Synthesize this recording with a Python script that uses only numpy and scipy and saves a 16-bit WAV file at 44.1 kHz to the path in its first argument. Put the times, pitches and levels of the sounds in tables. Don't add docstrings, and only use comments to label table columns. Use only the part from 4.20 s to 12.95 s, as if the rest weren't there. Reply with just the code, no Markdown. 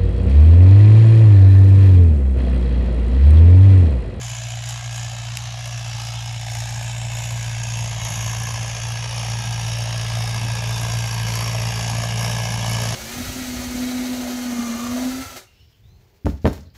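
import sys
import numpy as np
from scipy import signal
from scipy.io import wavfile
from scipy.ndimage import uniform_filter1d

SR = 44100
rng = np.random.default_rng(int(sys.argv[2]) if len(sys.argv) > 2 else 0)


def dump(signal):
    limited = np.clip(np.atleast_2d(signal).T, -1, 1)
    pcm = np.round(limited * 32767).astype(np.int16)
    wavfile.write(sys.argv[1], SR, pcm)


def nominal_scale(level):
    x = np.asarray(level, float) / 20
    return 10 ** x


N = 385875
TIME = np.arange(N) / SR
SLOW = TIME[::64]
FRAME = 1024

# time_s, firing_rate_hz
ENGINE_SPEED = [(0, 59.29), (.3, 58.32), (.6, 59.39), (.9, 58.47), (1.5, 59.25), (1.8, 57.73), (2.1, 58.26),
                (2.4, 57.58), (2.7, 58.65), (3.6, 57.73), (3.9, 56.91), (4.8, 58.19), (5.1, 57.7),
                (6, 57.28), (6.3, 57.65), (7.2, 57.02), (8.1, 57.7), (8.75, 57.12)]
# time_s, load_db
ENGINE_LOAD = [(0, -0.2), (2.0, 0.2), (2.5, 1.5), (3.4, 2), (4.4, 0.6), (4.8, -0.7), (5.2, 1.3), (6, 2.1),
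               (7.2, 1.1), (8.75, -0.3)]
# time_s, dip_db
WHEEL_JOLTS = [(.62, 2), (2.19, 3.5), (3.03, 1), (3.46, 4), (3.81, 11), (3.9, 8), (4.8, -1), (5.23, 5),
               (6.2, 3.5), (6.9, 4)]
# multiple of firing rate, order followed, level_db below it
SIDE_ORDERS = [(.25, 1, -18), (0.751, 1, -21), (1.25, 1, -21), (1.5, 2, -22), (1.752, 2, -23.5),
               (2.25, 2, -25), (2.5, 2, -29), (2.75, 3, -6.5), (3.39, 3, -8.5), (4, 3, -11),
               (4.999, 3, -19.5), (7.5, 3, -15), (8, 3, -20.5)]
# start_cycles, hold_cycles, fall_db_per_cycle, depth_db, rise_s, scatter_db, grit_db,
# knock size (times the noise)
FIRING_BURSTS = [
    (.68, 0.24, 29, 6, 0.0048, 2.6, 1, 9.6),
    (.66, 0.13, 30, 5.5, 0.0037, 1.2, 1, 4.9),
    (0.61, 0.37, 26, 5.5, 0.0018, 1.8, 1.5, 3.2),
    (.53, 0.071, 23, 12.5, 0.0032, 2, 3.5, 3.3),
]
CYLINDERS_DB = [-0.68, 0.29, 0.81, -0.0079]
# time_s, boost_db
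HARD_BURNS = [(.505, 3), (3.438, 4), (7.157, 2.5)]
# frequency_hz, density_db_per_hz
BARK = [
    [(190, -63), (330, -39), (420, -22), (480, -42), (524, -9.5), (729, 1.5), (975, -6.5), (1190, -9),
     (1500, -10.5), (1950, -53), (3300, -120)],
    [(190, -53), (330, -37), (667, 6.5), (854, 0), (927, 1), (1170, -5), (1200, 4), (1320, 0.5), (1500, -7),
     (1950, -31), (3300, -120)],
    [(190, -47), (330, -41), (425, -4.5), (483, -8.5), (587, -0.5), (933, 1.5), (1280, -8), (1430, -19),
     (1500, -10), (1950, -26), (3300, -120)],
]
CLATTER = [
    [(820, -31), (1400, -7), (1560, -29), (1590, -4), (1700, -5), (1900, -12), (2120, -9.5), (2350, -9),
     (2710, -4.5), (3100, -7), (4200, -10), (5460, -21.5), (9240, -120)],
    [(820, -46), (1400, -14), (1490, 4.5), (1610, 2.5), (1710, 4.5), (1880, -4), (2250, 2), (2710, 0),
     (2870, -2.5), (3220, 1), (4200, -0.5), (5460, -8), (9240, -120)],
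    [(820, -38), (1400, -4.5), (1470, -32), (1610, 0.5), (1660, -0.5), (1900, -10), (2180, -4.5),
     (2500, -3.5), (2950, -3.5), (3160, -5), (3830, -8), (4090, -17), (4200, -10), (5460, -25),
     (9240, -120)],
]
HISS = [
    [(2470, -59), (4200, -1), (4360, -33), (4680, 1.5), (5780, 0.5), (6310, -1), (6770, 3), (7420, -1),
     (8500, -12), (11000, -29), (18700, -120)],
    [(2470, -35), (4200, -20.5), (5060, -5), (5790, -3), (6200, -13), (6460, -2.5), (6850, 0), (7640, -2.5),
     (8500, -12), (11000, -20), (18700, -120)],
    [(2470, -27), (4200, -11.5), (4620, -2), (5120, -2.5), (5570, 1.5), (6070, -5), (6580, -3), (7550, -10),
     (8500, -13.5), (11000, -34), (18700, -120)],
]
TICK = [
    [(5000, -34), (8500, -9), (10000, -3.5), (11200, -5), (12800, -15), (13700, -20), (14900, -24),
     (16000, -25)],
    [(5000, -30), (8500, -3), (9320, 0), (10000, 0), (12200, -4.5), (13800, -14), (15300, -21),
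     (16000, -28)],
    [(5000, -43), (8500, -2), (9080, -3.5), (9830, 1.5), (11100, -1.5), (11600, -5), (12800, -10),
     (15300, -18), (16000, -21)],
]
# frequency_hz, width_hz, level_db
PANELS = [(1675, 32, 2), (2182, 24, 6), (2647, 22, 6), (2948, 27, 6.5), (3840, 56, 1.5), (1394, 46, -6),
          (4190, 86, -3.5)]

# frequency_hz, level_db, t60_s
SNAP_MODES = [(2660, 0.5, 0.004), (4030, -5, 0.0016), (5200, 5, 0.0018), (7500, -4, 0.003),
              (10100, 3, 0.0011), (11500, -2, .0015), (13500, -11, .002)]
# start_s, length_s, from_hz, to_hz, level_db
SQUEAKS = [(1.04, 0.056, 3100, 3080, -43), (1.957, 0.027, 3600, 3530, -38.5),
           (1.975, 0.033, 3300, 3200, -38.5), (6.515, .06, 3580, 3600, -35.5),
           (8.405, .042, 3400, 3310, -36)]
# frequency_hz, density_db_per_hz
SOIL_RUMBLE = [(18, -20), (32, -20), (44, -29), (70, -8), (90, 9.5), (140, 4), (200, -1.5), (240, -23),
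               (290, -50), (400, -70)]
# middle_s, half_length_s, boost_db
ROUGH_GROUND = (3.95, 0.72, 7.9)
# frequency_hz, density_db_per_hz
WIND_COLOUR = [(20, -40), (100, -35), (190, 1), (300, -11.5), (400, -11.5), (520, -24), (700, -50)]
# middle_s, half_length_s, boost_db
WIND_PUFFS = [(.02, 0.033, 12), (.5, .04, 6), (1.17, .04, 12), (1.8, .04, 8), (2.6, 0.13, 10), (3.3, .2, 3),
              (4.0, .14, 11), (4.38, 0.12, 12), (5.2, 0.12, 5), (5.6, 0.25, 5), (6.2, 0.12, 12),
              (6.65, .1, 8), (7.1, 0.19, 7.5), (7.6, 0.11, 5.5), (8.3, 0.16, 2)]

# far_level_db, db per db of approach, db per db of clear air
ORDERS_PATH = [
    (-43.5, 0.85, 0.26),
    (-31, 1, 0.14),
    (-61.5, 3.5, 0.37),
]
LAYERS_PATH = [
    (-45, 1.65, 0.39),
    (-40, 0.98, 0.28),
    (-42, 1.05, 0.78),
    (-56, 1.86, 1.1),
]
SOIL_PATH = (-48.5, 1.08, 0.22)
WIND_PATH = (-76, 4, 0.98)
# start_s, gain_db, fade_s
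CLEAR_SPELLS = [(0, 10.5, .25), (.45, 14, 0.061), (.71, 11, 0.095), (1.14, 6, 0.057), (1.42, 3.5, 0.35),
                (1.75, 4.5, 0.15), (2.27, 5.5, 0.4), (2.9, 4, 0.66), (3.45, 4, 0.53), (3.8, 6.5, 1),
                (4.9, 3, 0.9), (5.4, 1.5, 0.44), (5.95, 1.5, 0.41), (6.5, 3, 0.6), (7.05, 4, 0.32),
                (7.5, 2.5, 0.24), (7.97, 6, 0.18), (8.45, 4.5, 0.33)]
# middle_s, half_length_s, depth_db, frequency_hz, width_hz
HOLLOW = (4.0, 0.6, -5.5, 400, 138)
# frequency_hz, width_hz, level_db, db per db of clear
TOP_AIR = (14000, 2200, -3.5, .6)

# time_s, pose (0 away, 1 aside, 2 facing)
PHONE_POSE = [(0, 0), (2.0, 0), (2.35, 1.17), (3.2, 1.2), (3.6, 1.74), (4.6, 2), (8.75, 2)]
# frequency_hz, width_hz, level_db
ASIDE_NOTCH = (1260, 160, -10.5)
# time_s, stretch of resonances (1 = rest), palm (0-2), fingers (0-2), top_opening_db
HAND_GRIP = [(0, 1.01, 1.1, .3, -2), (1.1, 1.04, 0.54, .3, -1), (1.35, .9, 1.3, .4, -3),
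             (1.9, 0.85, 0.58, .5, 3), (2.3, 0.91, 0.79, .1, 3), (2.8, 1.07, .7, .2, -4),
             (3.05, 1, 0.54, 0.83, 4), (3.45, 0.96, 0.73, .6, -5), (3.9, 1, 1.5, 1.8, -3),
             (4.5, .97, 1.4, .7, -4), (4.85, 0.93, 1.2, .9, -11), (5.1, 0.93, 1, 0.7, -3),
             (5.6, 0.91, 0.71, 0.61, -1), (6.1, 0.93, .1, 0.62, 3), (6.6, .99, 0.083, .9, -1),
             (7.1, 1.03, 0.085, 1.5, 2), (7.7, 0.99, .1, 1, -1), (8.75, 1.01, 0.59, .6, 1)]
# frequency_hz, width_hz, palm_db, fingers_db
HAND_RIDGES = [(6650, 980, 6.5, 0), (11300, 770, -0.2, 4), (8530, 720, -.5, -4.5)]


def exhaust(turns, levels_db):
    out = np.zeros(N)
    for order, phase, waver_db in [(1, 2.1, 0.7), (2, 0.046, 0.92), (3, 0.29, 0.56)]:
        level_db = levels_db[order - 1] + waver_db * wander(hz=24.87)
        out += nominal_scale(level_db) * np.cos(2 * np.pi * order * turns + phase)
    for multiple, leader, db in SIDE_ORDERS:
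        drift = 2 * np.pi * rng.random() + 0.5 * wander(hz=4)
        far_db = 0.33 * max(multiple - 3, 0) ** 0.59 * np.minimum(levels_db[2] + 43, 0)
        level_db = levels_db[int(leader) - 1] + db + far_db + 4.0 * wander(hz=8)
        out += nominal_scale(level_db) * np.cos(2 * np.pi * multiple * turns + drift)
    return np.sqrt(2) * out


def engine_block(turns, shared_db):
    out = np.zeros(N)
    burn = np.clip(rng.standard_normal((600, 6)), -1.8, 1.8)
    luck = rng.random((600, 8))
    layers = zip(FIRING_BURSTS, [BARK, CLATTER, HISS, TICK], LAYERS_PATH)
    for k, (burst, spectra, path) in enumerate(layers):
        start, hold, fall_db, depth_db, rise_s, scatter_db, grit_db, knock = burst
        cycle = turns + 4 - start
        firing = cycle.astype(int)
        phase = cycle % 1

        uneven_db = scatter_db * (0.27 * burn[firing, 0] + 0.28 * burn[firing, k + 1])
        strength_db = uneven_db + np.take(CYLINDERS_DB, (firing + 1) % 4)
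        if k > 1:
            for s, db in HARD_BURNS:
                strength_db = strength_db + db * (firing == firing[round(s * SR)])
        shape_db = -np.clip(fall_db * (phase - hold), 0, depth_db)
        gate = uniform_filter1d(nominal_scale(strength_db + shape_db), max(round(rise_s * SR), 1))

        grit = nominal_scale(grit_db * evened(uniform_filter1d(rng.standard_normal(N), size=60)))
        late = phase > 0.04 + 0.16 * luck[firing, k]
        onset = np.maximum(np.diff(late.astype(float), prepend=1), 0)
        blow = onset * np.sign(luck[firing, k + 4] - 0.5)
        drive = gate * (grit * rng.standard_normal(N) + knock * blow)
        out += nominal_scale(heard_db(*path)) * coloured(drive, spectra, shared_db)
    return out


def near_snap():
    out, t = np.zeros(N), np.arange(1500) / SR
    ring = np.zeros(len(t))
    for k, (hz, db, t60) in enumerate(SNAP_MODES):
        ring += (-1) ** k * nominal_scale(db - 60 * t / t60) * np.sin(2 * np.pi * hz * t)
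    ring = ring * (1 - np.exp(-t / 0.00015))
    ring = signal.sosfilt(signal.butter(4, 1200, "high", fs=SR, output="sos"), ring)
    ring = ring / abs(ring).max()
    reflection = nominal_scale(-16) * np.roll(ring, round(0.0022 * SR))
    at = round(1.1718 * SR)
    out[at:at + len(t)] += nominal_scale(-10) * (ring + reflection)
    return out


def bearing_squeaks():
    out = np.zeros(N)
    for s, length, from_hz, to_hz, db in SQUEAKS:
        hz, at = np.linspace(from_hz, to_hz, round(length * SR)), round(s * SR)
        tone = np.sin(2 * np.pi * np.cumsum(hz) / SR)
        out[at:at + len(hz)] += nominal_scale(db) * signal.windows.tukey(len(hz), 0.5) * tone
    return out


def soil(shared_db):
    level_db = heard_db(*SOIL_PATH) + bumps([ROUGH_GROUND])
    return nominal_scale(level_db) * coloured(rng.standard_normal(N), [SOIL_RUMBLE], shared_db)


def wind(shared_db):
    level_db = heard_db(*WIND_PATH) + bumps(WIND_PUFFS) + 2.2 * wander(hz=16)
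    return nominal_scale(level_db) * coloured(rng.standard_normal(N), [WIND_COLOUR], shared_db)


def path_db(patchy_db):
    hz = np.fft.rfftfreq(FRAME, 1 / SR)[:, None]
    t = np.arange(4 * N // FRAME + 2) * FRAME / 4 / SR
    patches = rng.standard_normal((len(t), len(hz))).T
    patches = uniform_filter1d(uniform_filter1d(patches, size=4, axis=0), size=60, axis=1)
    stretch, palm, fingers, open_db = [np.interp(t, TIME, v) for v in columns(HAND_GRIP)]
    aside = np.clip(1 - abs(np.interp(t, *np.transpose(PHONE_POSE)) - 1), 0, 1)

    peaks = list(PANELS)
    for centre, width, palm_db, fingers_db in HAND_RIDGES:
        peaks.append((centre * stretch, width, palm_db * palm + fingers_db * fingers))
    peaks.append((*HOLLOW[3:], np.interp(t, TIME, bumps([HOLLOW[:3]]))))
    peaks.append((*ASIDE_NOTCH[:2], ASIDE_NOTCH[2] * aside))
    clear_db = np.interp(t, SLOW, clear_air_db())
    peaks.append((*TOP_AIR[:2], TOP_AIR[2] + TOP_AIR[3] * clear_db + open_db))
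    bells = sum(db * np.exp(-((hz - centre) / width) ** 2) for centre, width, db in peaks)
    return patchy_db * evened(patches) + bells


def heard_db(far_db, per_approach, per_clear):
    start_m, drive_m_per_s = 44.7, 2.843
    approach_db = 20 * np.log10(start_m / (start_m - drive_m_per_s * SLOW))
    return np.interp(TIME, SLOW, far_db + per_approach * approach_db + per_clear * clear_air_db())


def clear_air_db():
    out, rise_s = np.zeros(len(SLOW)), 0.044
    for s, db, fade in CLEAR_SPELLS:
        age = np.maximum(SLOW - s, 0)
        out += db * np.minimum(age / rise_s, 1) * np.exp(-age / fade)
    return out


def coloured(x, spectra, shared_db):
    hz, t, z = signal.stft(x, SR, nperseg=FRAME, noverlap=FRAME * 3 // 4)
    pose = np.minimum(np.interp(t, *np.transpose(PHONE_POSE)), len(spectra) - 1)
    share = np.clip(1 - abs(pose - np.arange(len(spectra))[:, None]), 0, 1)
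    pose_db = np.transpose([read(s, hz) for s in spectra]) @ share
    gain = nominal_scale(pose_db + shared_db[:, :len(t)])
    z = z * gain / np.linalg.norm(gain, axis=0)
    return evened(signal.istft(z, SR, nperseg=FRAME, noverlap=FRAME * 3 // 4)[1][:N])


def read(points, hz):
    f, db = np.transpose(points)
    return np.interp(np.log(hz + 1), np.log(f + 1), db, left=-120, right=-120)


def bumps(rows):
    swell = sum(db * np.exp(-((SLOW - s) / half) ** 2) for s, half, db in rows)
    return np.interp(TIME, SLOW, swell)


def wander(hz):
    steps = rng.standard_normal(400)
    rough = np.interp(TIME * np.clip(hz, 1, 40), np.arange(400), steps)
    return evened(uniform_filter1d(uniform_filter1d(rough, size=900), size=700))


def columns(rows):
    s, *values = np.transpose(rows)
    return [np.interp(TIME, s, v) for v in values]


def evened(x):
    return x / np.sqrt(np.mean(x ** 2) + 1e-20)


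def scene():
    turns = -0.163 + np.cumsum(columns(ENGINE_SPEED)[0]) / SR
    shared_db = path_db(patchy_db=1.98)
    jolts_db = bumps([(s, 0.011, db) for s, db in WHEEL_JOLTS])
    push_db = columns(ENGINE_LOAD)[0] - jolts_db
    boom_turns = turns + 0.018 * wander(hz=5)
    boom = exhaust(boom_turns, [heard_db(*row) + push_db for row in ORDERS_PATH])
    tractor = boom + engine_block(turns, shared_db)
    mix = tractor + near_snap() + bearing_squeaks() + soil(shared_db) + wind(shared_db)
    return mix[None]


def low_pass(x):
    return signal.sosfilt(signal.butter(12, 16480, fs=SR, output="sos"), x)


def record(dry):
    lowpass = signal.firwin(511, 15620, window=("kaiser", 9), fs=SR)
    limited = signal.oaconvolve(dry, lowpass[None], "same")
    return low_pass(limited)


dry = scene()
out = record(dry)
dump(out)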